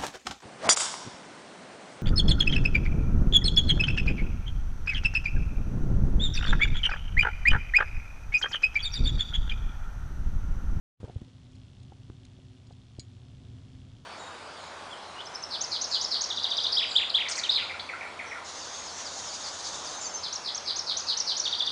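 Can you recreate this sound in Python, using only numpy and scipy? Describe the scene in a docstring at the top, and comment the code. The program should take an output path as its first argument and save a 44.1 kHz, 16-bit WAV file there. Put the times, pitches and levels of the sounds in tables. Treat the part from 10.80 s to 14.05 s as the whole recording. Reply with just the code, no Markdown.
"""A short silence gives way to a quiet closet heard by a handheld camera: house rumble and microphone hiss
(shaped noise), faint hum and whine (sinusoids) and a mains-rate ticking buzz (repeated decaying modes).
Fingers rub the camera (band-passed noise), it is bumped (single pressure swings), and the rail knocks dully
(damped low modes). Plastic hangers tick and clack once as a cat climbs on them (modes driven by chatter)."""
import sys
import numpy as np
from scipy import signal
from scipy.fft import rfft, irfft
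from scipy.io import wavfile
from scipy.ndimage import uniform_filter1d

SR = 44100
rng = np.random.default_rng(int(sys.argv[2]) if len(sys.argv) > 2 else 0)


def file_out(sig):
    """Save sig as 16-bit WAV at sys.argv[1]."""
    # one column per channel
    cols = np.atleast_2d(sig).T
    # limit, then scale
    lim = np.clip(cols, -1, 1)
    pcm = np.round(lim * 32767).astype(np.int16)
    wavfile.write(sys.argv[1], SR, pcm)


def volts_from_db(level):
    """Convert decibel levels to linear amplitude ratios."""
    exponent = np.asarray(level, float) / 20
    return 10 ** exponent


N = 143325


def ring(length_s, hz, t60_s, phase=0.):
    """Damped oscillation: a mode loses 60 dB, a factor of 1000, in t60_s."""
    t = np.arange(int(length_s * SR)) / SR
    return np.sin(2 * np.pi * hz * t + phase) * np.exp(-np.log(1000) * t / max(t60_s, 1e-3))


def add(out, at_s, x):
    """Superposition: a short sound is summed in at its time."""
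    i = int(round(at_s * SR))
    out[i:i + len(x)] += x[:len(out) - i]


def walk(rate_hz):
    """Slow random modulation: levels held 1 / rate_hz seconds and smoothed twice, with zero mean and spread 1."""
    hold = int(SR / rate_hz)
    steps = np.repeat(rng.standard_normal(N // hold + 1), hold)
    smooth = uniform_filter1d(uniform_filter1d(steps, hold), hold)[:N]
    return (smooth - smooth.mean()) / smooth.std()


def curve(points):
    """Amplitude envelope: gain over time, interpolated in decibels between (time_s, level_db) points."""
    return volts_from_db(np.interp(np.arange(N) / SR, *np.array(points).T))


# relative spectral density of room rumble and microphone hiss: frequency_hz, density_db (per Hz)
ROOM_SPECTRUM = [(12, -45), (20, -17.5), (60, -8), (95, -1), (125, 0), (166, -12.5), (205, -12), (235, -15),
                 (300, -17.5), (337, -24), (365, -22.5), (420, -28.5), (664, -31), (900, -35),
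                 (2100, -39.5), (3450, -37.5), (6000, -42.5), (10300, -52.5), (11000, -49), (22000, -72)]
# swelling of the house rumble, in full only in the bass: time_s, level_db
RUMBLE_SWELL = [(.5, -1.5), (.9, -3), (1.25, -1), (1.9, 2.5), (2.4, -2.5), (3., -0.5), (3.25, -3.5)]
ROOM_DB, SWELL_DB, FLICKER_DB = -50, 2.5, -0.5  # overall rms; spreads of the bass modulation


def room():
    """Spectral shaping: coloured noise in overlapping octaves, modulated fully in the bass and less in the hiss."""
    hz = np.fft.rfftfreq(N, 1 / SR) + 1
    table_hz, table_db = np.array(ROOM_SPECTRUM).T
    density = volts_from_db(np.interp(np.log(hz), np.log(table_hz), table_db))
    spectrum = rfft(rng.standard_normal(N)) * density
    swell = walk(1.818)
    out = np.zeros(N)
    for centre_hz in 20 * 2. ** np.arange(10):
        # raised-cosine octave bands that crossfade into each other
        share = np.cos(np.pi / 2 * np.clip(np.log2(hz / centre_hz), -1, 1)) ** 2
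        depth = min(1, 250 / centre_hz) ** .5
        waver = volts_from_db(depth * (SWELL_DB * swell + FLICKER_DB * walk(9.1)))
        out += irfft(spectrum * share, N) * waver * curve(RUMBLE_SWELL) ** depth
    return out * volts_from_db(ROOM_DB) / out.std()


# hum lines: pitch_hz, level_db (rms before waver), waver_db (spread)
HUM_LINES = [(118.4, -60, 3.5), (258.4, -63, 2.5), (371.4, -75, 3)]
HUM_PHASE_WAVER_RAD = .7


def hum():
    """Amplitude and phase modulation: sinusoids whose level and phase waver slowly."""
    t = np.arange(N) / SR
    out = np.zeros(N)
    for hz, db, waver_db in HUM_LINES:
        level = 2 ** .5 * volts_from_db(db + waver_db * walk(11))
        out += level * np.sin(2 * np.pi * hz * t + HUM_PHASE_WAVER_RAD * walk(4.206))
    return out


# faint electronic whine: pitch_hz, level_db (rms)
WHINE_LINES = [(730, -84.5), (2211.8, -91), (2941.8, -87), (3671.3, -85), (4401, -87), (5154, -90),
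               (5884, -90), (6614, -99)]


def whine():
    """Additive synthesis: thin steady sinusoids with random starting phases."""
    t = np.arange(N) / SR
    return sum(2 ** .5 * volts_from_db(db) * np.sin(2 * np.pi * (hz * t + rng.random())) for hz, db in WHINE_LINES)


# modes rung by each buzz tick: pitch_hz, level_db (relative), t60_s
TICK_RESONANCES = [(2050, -13, .004), (2800, -4, .005), (3350, 0, .0055), (4150, -3.5, .004),
                   (5400, -6, .003), (7400, -9, .003)]
TICK_RATE_HZ, TICK_OFFSET_S, TICK_JITTER_S = 59.97, -.0007, .0007
TICK_DB, TICK_SCATTER_DB, TICK_RISE_S = -49.5, 1.2, .0004


def buzz():
    """Periodic excitation: a short modal tick in each mains cycle, a little early or late."""
    out = np.zeros(N)
    rise = 1 - np.exp(-np.arange(int(.012 * SR)) / SR / TICK_RISE_S)
    for k in range(1, int(N / SR * TICK_RATE_HZ)):
        tick = 0
        for hz, db, t60_s in TICK_RESONANCES:
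            level = volts_from_db(db + TICK_SCATTER_DB * rng.standard_normal())
            tick = tick + level * ring(.012, hz, t60_s, 2 * rng.standard_normal())
        at_s = TICK_OFFSET_S + k / TICK_RATE_HZ + TICK_JITTER_S * rng.standard_normal()
        level = volts_from_db(TICK_DB + TICK_SCATTER_DB * rng.standard_normal())
        add(out, at_s, level * rise * tick)
    return out


# fingers rubbing the camera as it is raised: time_s, level_db (rms)
RUB_LEVEL = [(.2, -62), (.225, -66), (.25, -60.5), (.268, -62), (.3, -61), (.33, -64), (.4, -65.5),
             (.5, -73.5), (.7, -78.5)]
RUB_LOW_BAND_HZ, RUB_HIGH_BAND_HZ = [361.2, 1122.3], [2368.8, 7360.2]
RUB_HIGH_DB, RUB_GRAIN_DB = -32.5, 3  # gain of the high band; spread of the grain


def rub():
    """Friction noise: grainy skin contact heard as a broad low scrape with a little fizz."""
    grain = rng.standard_normal(N) * volts_from_db(RUB_GRAIN_DB * walk(150))
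    scrape = signal.lfilter(*signal.butter(1, RUB_LOW_BAND_HZ, "band", fs=SR), grain)
    fizz = signal.lfilter(*signal.butter(1, RUB_HIGH_BAND_HZ, "band", fs=SR), grain)
    friction = scrape + volts_from_db(RUB_HIGH_DB) * fizz
    return friction / friction.std() * curve(RUB_LEVEL)


# bumps on the camera body: crest_s, level_db (peak), pitch_hz, direction (sign of the crest)
CAMERA_BUMPS = [(0.202, -50, 300, -1), (0.232, -39.5, 197, 1), (0.2433, -30, 94, 1), (0.299, -37.5, 130, 1),
                (0.3651, -24, 89, 1), (0.4185, -31.5, 208, -1), (0.422, -33.5, 98, 1),
                (1.3005, -44, 1100, -1), (1.3007, -35, 270, -1), (1.3035, -36, 75, 1), (1.59, -43, 145, 1),
                (1.929, -42, 110, 1), (2.1874, -41, 520, -1), (2.1888, -37, 260, 1), (2.1895, -35, 95, 1), ]
BUMP_RISE, BUMP_FALL = 0.33, 0.45  # Gaussian widths, in cycles


def bumps():
    """Pressure pulse: a cosine under a lopsided Gaussian swings one way, crests, and swings back."""
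    t, out = np.arange(N) / SR, np.zeros(N)
    for crest_s, db, hz, direction in CAMERA_BUMPS:
        cycles = (t - crest_s) * hz
        width = np.where(cycles < 0, BUMP_RISE, BUMP_FALL)
        shape = np.exp(-(cycles / width) ** 2 / 2)
        out += np.sign(direction) * volts_from_db(db) * shape * np.cos(2 * np.pi * cycles)
    return out


# dull knocks through rail and shelf: start_s, level_db (main mode before its soft rise), pitch_hz, t60_s
RAIL_KNOCKS = [(0.2312, -30.5, 470, 0.013), (0.241, -31.5, 440, 0.03), (.248, -50, 1500, .02),
               (.253, -45, 910, 0.022), (.278, -43, 593, 0.046), (.283, -43, 794, 0.016),
               (0.296, -35.5, 712, 0.028), (0.36, -38, 446, 0.023), (.418, -40.5, 313, 0.06),
               (0.477, -53.5, 490, 0.045), (1.1209, -37.5, 759, 0.017), (1.1245, -42, 710, 0.012),
               (1.589, -49.5, 546, 0.028), (1.906, -47.5, 717, 0.04), (1.910, -44, 810, 0.014)]
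# neighbouring modes of a knock: pitch_ratio, level_db (both relative to the main mode)
KNOCK_NEIGHBOURS = [(0.619, 8.5), (1.55, -6.5), (2.301, -15.5)]
KNOCK_RISE_S = .0011


def knocks():
    """Modal impact: a soft contact gradually excites a low mode and its faster-damped neighbours."""
    out = np.zeros(N)
    for start_s, db, hz, t60_s in RAIL_KNOCKS:
        body = ring(.1, hz, t60_s)
        for ratio, side_db in KNOCK_NEIGHBOURS:
            body = body + volts_from_db(side_db) * ring(.1, hz * ratio, t60_s * 0.37)
        rise = 1 - np.exp(-np.arange(len(body)) / SR / KNOCK_RISE_S)
        add(out, start_s, volts_from_db(db) * body * rise)
    return out


# modes of a plastic hanger: pitch_hz, level_db (relative), t60_s (ringing freely)
HANGER_MODES = [(1780, -20, .025), (2250, -13, .06), (2800, -11, .04), (3340, -10, .04), (4100, 0, .045),
                (4404, -7, .045), (4700, 0, .035), (4950, 6, .009), (5900, -9, .016), (6589, -11, .07),
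                (6901, -11, .13), (7600, -4, .01), (8016, -9, .035), (8730, -13, .04), (10000, -23, .025)]
# hanger on hanger: start_s, level_db (early rms), brightness_db (per octave), chatter_s, # ring_share (fraction
# of the free t60)
HANGER_CLACKS = [(0.256, -72, 3, .001, 0.11), (.345, -69, 4, 0.0013, .15), (.72, -70, 2, .001, .1),
                 (.7535, -66, -3, .001, .15), (.7565, -66, -1, .001, .35), (1.002, -65.5, -7, 0.0012, .15),
                 (1.031, -66.5, 0, 0.0009, .1), (1.4502, -57, -4, 0.0048, 0.091),
                 (1.774, -67.5, -16, 0.0023, 0.18), (1.870, -65, -1, .001, .45),
                 (1.9195, -69, 0, .0003, .15), (1.9245, -63, -2, .0005, .3), (2.195, -43.5, -1, .00005, 1),
                 (2.198, -53, -4, .002, .3), (2.2015, -54, -2, .003, .3), (2.2052, -57, 0, .0003, .4),
                 (2.2145, -63, -3, .003, 0.37), (2.2265, -67, -2, .0003, .3)]
CLACK_SCATTER_DB, CHATTER_DB = 1., -11.5
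CLOSET_DB, CLOSET_T60_S = -18, 0.04


def hangers():
    """Source and resonator: chattering contacts drive modes damped by touch; the closet adds a short tail."""
    out = np.zeros(N)
    for start_s, db, tilt_db, chatter_s, share in HANGER_CLACKS:
        body = 0
        for k, (hz, mode_db, t60_s) in enumerate(HANGER_MODES):
            level = volts_from_db(mode_db + tilt_db * np.log2(hz / 4000) + CLACK_SCATTER_DB * rng.standard_normal())
            body = body + level * (-1) ** k * ring(.15, hz, t60_s * share)  # alternating polarity
        chatter_shape = np.exp(-(np.arange(600) / SR / chatter_s) ** 4)
        contact = volts_from_db(CHATTER_DB) * rng.standard_normal(600) * chatter_shape
        hit = signal.fftconvolve(body, np.append(1, contact))  # first touch, then chatter
        early_rms = np.sqrt(np.mean(hit[:300] ** 2))
        add(out, start_s, volts_from_db(db) * hit / early_rms)
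    # at 0 Hz and a quarter-cycle phase, ring() is a plain exponential decay
    tail = rng.standard_normal(int(.15 * SR)) * ring(.15, 0, CLOSET_T60_S, np.pi / 2)
    tail /= np.sqrt(np.sum(tail ** 2))
    return out + volts_from_db(CLOSET_DB) * signal.fftconvolve(out, tail)[:N]


def scene():
    """Linear superposition: all sources add at the microphone."""
    steady = room() + hum() + whine() + buzz()
    handling = rub() + bumps() + knocks() + hangers()
    return (steady + handling)[None]


def top_cut(x):
    """Nothing passes above the cut-off."""
    return signal.sosfilt(signal.butter(12, 10480, fs=SR, output="sos"), x)


START_S, FADE_S = .2015, 0.0012  # fully open; length of the fade just before
LEAD_IN_S, LEAD_IN_DB = .045, -22
TOP_HZ = 10520


def record(dry):
    """Gating and low-pass filtering: a faint lead-in grows, the sound switches on, and the top is cut."""
    t = np.arange(N) / SR
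    lead = volts_from_db(LEAD_IN_DB) * np.clip((t - START_S) / LEAD_IN_S + 1, 0, 1) ** 3
    opening = np.clip((t - START_S) / FADE_S + 1, 0, 1)
    gate = np.maximum(lead, opening)
    low_pass = signal.ellip(8, .2, 13, TOP_HZ, fs=SR, output="sos")
    mix = signal.sosfilt(low_pass, dry * gate)
    return top_cut(mix)


dry = scene()
out = record(dry)
file_out(out)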